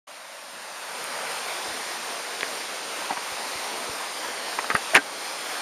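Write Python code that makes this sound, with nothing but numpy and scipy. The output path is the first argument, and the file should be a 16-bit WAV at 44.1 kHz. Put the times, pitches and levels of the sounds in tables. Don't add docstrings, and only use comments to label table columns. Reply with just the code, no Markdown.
import sys
import numpy as np
from scipy import signal
from scipy.fft import rfft, irfft, next_fast_len
from scipy.io import wavfile
from scipy.ndimage import uniform_filter1d, minimum_filter1d, map_coordinates

SR = 44100
rng = np.random.default_rng(int(sys.argv[2]) if len(sys.argv) > 2 else 0)


def invert_db(level):
    return 10 ** (np.asarray(level, dtype=float) / 20)


def int16_out(signal):
    q = np.round(np.clip(np.atleast_2d(signal).T, -1, 1) * 32767)
    wavfile.write(sys.argv[1], SR, q.astype(np.int16))


N = 247401


def unit(x):
    return x / np.sqrt(np.mean(x ** 2) + 1e-20)


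def along(points, hz):
    f, v = np.transpose(points)
    return np.interp(np.log(hz + 1), np.log(f + 1), v)


def curves(rows):
    s, *cols = np.transpose(rows)
    return [np.interp(np.arange(N) / SR, s, c) for c in cols]


def wobble(rate):
    knots = rng.standard_normal(int(N * rate / SR) + 4)
    return map_coordinates(knots, [np.arange(N) * rate / SR])


def filtered(x, response):
    m = next_fast_len(len(x) + 8192)
    return irfft(rfft(x, m) * response(np.fft.rfftfreq(m, 1 / SR)), m)[:len(x)]


def highpass(x, hz):
    return signal.sosfilt(signal.butter(2, hz, "high", fs=SR, output="sos"), x)


def ring(hz, t60, t):
    return invert_db(-60 * t / t60) * np.sin(2 * np.pi * hz * t)


def patchy(depth_db):
    z = signal.stft(rng.standard_normal(N + 512), nperseg=512)[2]
    field = uniform_filter1d(rng.standard_normal(z.shape), size=6, axis=0)
    field = uniform_filter1d(field, size=16, axis=1)
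    return signal.istft(z * invert_db(depth_db * unit(field)), nperseg=512)[1][:N]


def gain_db():
    t = np.arange(N) / SR
    duck_s, duck_db, hold_s, recovery_s = 4.96, 3, 0.1, 0.28
    opening_db = np.minimum(-46 + 9 * t, -33.5)
    recovered = np.clip((t - duck_s - hold_s) / recovery_s, 0, 1)
    return opening_db - duck_db * (t > duck_s) * (1 - recovered)


# (frequency [Hz], density [dB per Hz])
RUSH_SPECTRUM = [(40, -67), (90, -39), (150, -19), (260, -10), (480, -3.5), (900, -1), (1300, -3.5),
                 (2200, -5.5), (2900, -8.5), (3600, -10), (4900, -10), (6700, -16.5), (7300, -18.5),
                 (9500, -29)]


def rush(facing_db):
    bank_db, clear_s, edge_s = 2.5, 0.71, 0.05
    hidden_db = bank_db / (1 + np.exp((np.arange(N) / SR - clear_s) / edge_s))
    white = patchy(depth_db=1.0)
    colour = lambda hz: invert_db(along(RUSH_SPECTRUM, hz))
    low = lambda hz: 1 / (1 + (hz / 450) ** 4)
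    high = lambda hz: 1 / (1 + (3000 / (hz + 1)) ** 4)
    middle = filtered(white, lambda hz: colour(hz) * (hz > 600) * (hz < 2800))

    gurgle_db = -2 - 0.1 * facing_db - hidden_db + 2.1 * wobble(7)
    gurgle = invert_db(gurgle_db) * filtered(white, lambda hz: colour(hz) * low(hz))
    body = invert_db(facing_db) * filtered(white, lambda hz: colour(hz) * (1 - low(hz) - high(hz)))
    spray = filtered(white, lambda hz: colour(hz) * high(hz))
    return (gurgle + body + spray) / np.std(middle)


# (time [s], typical bubble pitch [Hz])
RIFFLE_PITCH = [(0, 1024), (.8, 1120), (1.5, 1274), (2.2, 1092), (3, 884), (4.3, 912), (5, 1084),
                (5.61, 1164)]


def bubbles(count, spread, cycles, scatter_db):
    draw = rng.random((count, 2))
    t = np.arange(600) / SR
    start = (draw[:, :1] * N).astype(int)
    detune = np.exp(spread * np.clip(rng.standard_normal((count, 1)), -1.5, 2))
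    hz = curves(RIFFLE_PITCH)[0][start] * detune
    age = t * hz / cycles
    size = invert_db(-scatter_db * np.log(0.03 + draw[:, 1:]))
    swell = size * age * np.exp(-3 * age)
    fade = np.cos(np.pi / 2 * t / t[-1])
    tone = swell * np.sin(2 * np.pi * hz * t * (1 + 0.11 * age)) * fade
    froth = np.bincount((start + np.arange(len(t))).ravel(), tone.ravel())[:N]
    return unit(filtered(froth, lambda f: 1 / (1 + (250 / (f + 1)) ** 4)))


def echo(x, path, band):
    delay_ms, strength = curves(path)
    late = map_coordinates(x, [np.arange(N) - delay_ms * SR / 1000])
    return -np.clip(strength, 0, .9) * filtered(late, band)


# (time [s], delay [ms], strength [0-1])
BODY_PATH = [(0, 0.47, 0.2), (.3, 0.75, 0.06), (1.2, 1.16, 0.2), (2.2, 0.6, 0), (3.1, 0.6, 0.03),
             (3.8, 0.58, 0.14), (4.2, 0.746, 0.2), (4.7, 0.88, 0.18), (5.05, 1.1, 0.1), (5.61, 1.02, 0.26)]


def body_echo(near):
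    return echo(near, BODY_PATH, lambda hz: 1 / (1 + (1300 / (hz + 1)) ** 2))


# (time [s], delay [ms], strength [0-1])
GROUND_PATH = [
    (0, 2.26, 1),
    (.7, 2.63, 0.4),
    (1.4, 2.93, 0.58),
    (1.9, 6.3, 0),
    (5.61, 5.4, 0.02),
]


def ground_echo(near):
    return echo(near, GROUND_PATH, lambda hz: 1 / (1 + (hz / 650) ** 4))


# (frequency [Hz], density [dB per Hz])
PORT_SPECTRUM = [(4880, -14.5), (8300, 0), (8590, 1), (9160, 0), (10500, -7.5), (14000, -15.5),
                 (15000, -20)]


def port_hiss(facing_db):
    colour = lambda hz: invert_db(along(PORT_SPECTRUM, hz)) * hz ** 2 / (hz ** 2 + 90 ** 2)
    return invert_db(-5 + 0.6 * facing_db) * unit(filtered(patchy(depth_db=0.1), colour))


# (time [s], level of the rush [dB])
FACING = [(0, 0.5), (.6, -1), (1.15, 1), (1.65, -2), (2, -2), (2.4, -3), (3.5, -2.5), (3.9, -2), (4.7, -3),
          (5, -2), (5.2, -3), (5.61, -2)]


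def creek():
    facing_db, = curves(FACING)
    froth = bubbles(count=5000, spread=0.402, cycles=9.9, scatter_db=2.0)
    near = rush(facing_db) + invert_db(facing_db - 10.5) * froth
    water = near + body_echo(near) + ground_echo(near) + port_hiss(facing_db)
    surge_db = 0.15 * wobble(3.12) + 0.49 * wobble(12)
    return invert_db(gain_db() + surge_db) * water


# (time [s], rumble level [dB])
GRIP_RUMBLE = [
    (0, -97),
    (2.5, -92),
    (3.4, -72),
    (4.6, -69),
    (5.61, -90),
]


def grip_rumble():
    rumble = unit(filtered(rng.standard_normal(N), lambda hz: 1 / (1 + (hz / 40) ** 2)))
    tight_db, = curves(GRIP_RUMBLE)
    return invert_db(tight_db + 3 * wobble(5.5)) * rumble


# (time [s], peak level [dB], ring t60 [s])
SEAM_TICKS = [
    (1.0416, -16.5, .0025),
    (1.318, -29, .004),
    (4.7483, -18, .005),
    (4.767, -19.5, .006),
    (4.9487, -8, 0.0057),
    (4.959, -19, .005),
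]


def ticks():
    out, t = np.zeros(N + SR), np.arange(SR // 50) / SR
    for s, db, t60 in SEAM_TICKS:
        snap = ring(9480, t60, t)
        snap += 0.49 * ring(10500, 0.7 * t60, t)
        snap += 0.12 * ring(13000, 0.33 * t60, t)
        onset = 1 - np.exp(-t / .00007)
        out[round(s * SR):][:len(t)] += invert_db(db + 1.5) * snap * onset
    return out[:N]


# (time [s], level [dB], pitch [Hz])
HAND_SHIFTS = [(1.54, -76, 30), (1.681, -54, 55), (1.71, -55, 50), (1.76, -63, 40), (1.82, -67, 45),
               (2.431, -61, 170), (2.95, -71, 30), (3.32, -52, 70), (3.555, -50, 90), (3.894, -46, 59.5),
               (4.28, -63, 50), (4.585, -55, 110), (4.7463, -31, 165), (4.952, -44, 120)]


def thumps():
    out, t = np.zeros(N + SR), np.arange(SR // 10) / SR
    for s, db, hz in HAND_SHIFTS:
        u = 2 * np.pi * hz * t
        out[round(s * SR):][:len(t)] -= invert_db(db + 24.5) * u * (1 - u / 2) * np.exp(-u)
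    return highpass(out[:N], 60)


# (frequency [Hz], level [dB], ring t60 [s])
CASE_MODES = [(428, -11, 0.096), (793, -3.5, 0.016), (1210, -5, 0.048), (1576, -3.5, 0.094),
              (1970, 2.5, 0.019), (2010, -4, 0.026), (2590, -6.5, 0.031), (3500, -16.5, 0.017),
              (5040, -15, 0.017), (5700, -21, .008)]


def case_rest(contact_ms, rattle_t60, t):
    modes = np.zeros(len(t))
    for k, (hz, level_db, t60) in enumerate(CASE_MODES):
        modes += invert_db(level_db + rng.normal(0, 2.2)) * ring(hz, t60, t) * (-1) ** k
    spectrum = [(hz, db) for hz, db, _ in CASE_MODES] + [(8000, -14.5), (16000, -48)]
    rattle = unit(filtered(rng.standard_normal(len(t)), lambda hz: invert_db(along(spectrum, hz))))
    rattle = rattle * invert_db(-60 * t / rattle_t60)
    soft = lambda hz: 1 / (1 + (hz * contact_ms / 2500) ** 2)
    return filtered(invert_db(-9) * modes + invert_db(-0.5) * rattle, soft)


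def contacts(touches, case_db, ring_s):
    out, t = np.zeros(N + SR), np.arange(SR // 10) / SR
    for s, db, hz, contact_ms in touches:
        t60 = ring_s * contact_ms ** 0.7
        rest = case_rest(contact_ms, 2.47 * t60, t)
        rise = 1 - np.exp(-1000 * t / contact_ms)
        out[round(s * SR):][:len(t)] += invert_db(db) * rise * (ring(hz, t60, t) + invert_db(case_db) * rest)
    return out[:N]


# (time [s], peak level [dB], main ring [Hz], contact time [ms])
NAIL = [
    (2.409, -10, 3550, 0.023),
    (2.4309, -13, 1630, 0.22),
    (2.4307, -9, 2280, .1),
    (2.4308, -18, 520, 0.31),
]
PADS = [(2.986, -31, 317, 4.6), (3.045, -22, 1060, 1.1), (3.098, -20, 935, 2.5), (3.108, -26, 295, 4),
        (3.1062, -11.5, 805, 1.7), (3.126, -17.5, 725, 1), (3.1689, -18.5, 945, 2.5),
        (3.174, -19, 1140, 0.36), (3.02, -27, 935, 2), (4.008, -24, 1010, 1.3), (4.245, -22, 1000, 1.1)]
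KNUCKLE = [
    (4.58, -26, 1280, 1.8),
    (4.5875, -15, 995, 0.57),
    (4.643, -24, 1290, 0.72),
    (4.7013, -12.5, 1230, .45),
    (4.7012, -15, 1970, .45),
    (4.712, -16, 1270, 1.3),
    (4.7506, -10, 1270, .55),
    (4.7508, -14, 1910, .45),
    (4.758, -19, 1620, .7),
]
CRACK = [(4.9338, -15, 654, 1.4), (4.9457, -8, 1560, 0.27), (4.9512, 3, 2390, 0.36),
         (4.9522, -3.5, 1570, .25), (4.9532, -12, 770, 1.2), (4.9585, 2, 1890, 0.23),
         (4.9619, -2, 1820, 0.14), (4.9665, 1.5, 2140, 0.084), (4.9692, -7, 1870, 0.57),
         (4.9741, -4, 2130, .1), (4.974, -16.5, 282, 4.5), (4.977, -15, 1710, 1.1),
         (4.986, -20, 1460, 0.96)]


def knocks():
    out = contacts(NAIL, case_db=-15, ring_s=0.029)
    out += contacts(PADS, case_db=-6.5, ring_s=0.023)
    out += contacts(KNUCKLE, case_db=-4, ring_s=0.032)
    out += contacts(CRACK, case_db=-7, ring_s=0.027)
    return highpass(out, 200)


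def scene():
    return np.tile(creek() + grip_rumble() + ticks() + thumps() + knocks(), (2, 1))


# (frequency [Hz], share of the band's usual power [ratio])
DROPPED = [(7700, 0), (7880, .9), (8060, 0), (9500, .08), (10800, .3), (12200, .55), (14800, .6),
           (15050, 1.2), (15300, 3), (15600, 20), (16400, 100)]


def thinned(x):
    hop = 1024
    hz, _, z = signal.stft(x, SR, nperseg=2048, noverlap=hop)
    power = (np.abs(z[:1024]) ** 2).reshape(256, 4, -1).mean(axis=1)
    centre = hz[:1024].reshape(256, 4).mean(axis=1)
    frame_start = np.minimum(np.arange(power.shape[1]) * hop, N - 1)
    gain = invert_db(2 * gain_db()[frame_start])
    usual = gain * np.median(power / gain, axis=1, keepdims=True)
    strong = power >= along(DROPPED, centre)[:, None] * usual
    keep = np.repeat(minimum_filter1d(strong * 1., size=2, axis=0), 4, axis=0)
    keep = np.vstack([keep, keep[-1:]])
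    return signal.istft(z * keep, SR, nperseg=2048, noverlap=hop)[1][:N]


def top_cut(x):
    return signal.sosfilt(signal.butter(12, 16410, fs=SR, output="sos"), x)


def record(dry):
    x = dry[0] / (1 + np.abs(dry[0] / .71) ** 12) ** (1 / 12)

    def microphone(hz):
        off_notch = (hz * hz - 7880 ** 2) ** 2
        notch = off_notch / (off_notch + (hz * 600) ** 2) + .008
        edge = invert_db(-np.clip(hz - 14700, 0, None) / 70)
        return notch * edge * hz ** 2 / (hz ** 2 + 30 ** 2)

    x = thinned(filtered(x, microphone))
    start_s, fade_s = 0.069, 0.011
    x = x * np.clip((np.arange(N) / SR - start_s) / fade_s, 0, 1)
    return top_cut(np.array([x, x]))


dry = scene()
out = record(dry)
int16_out(out)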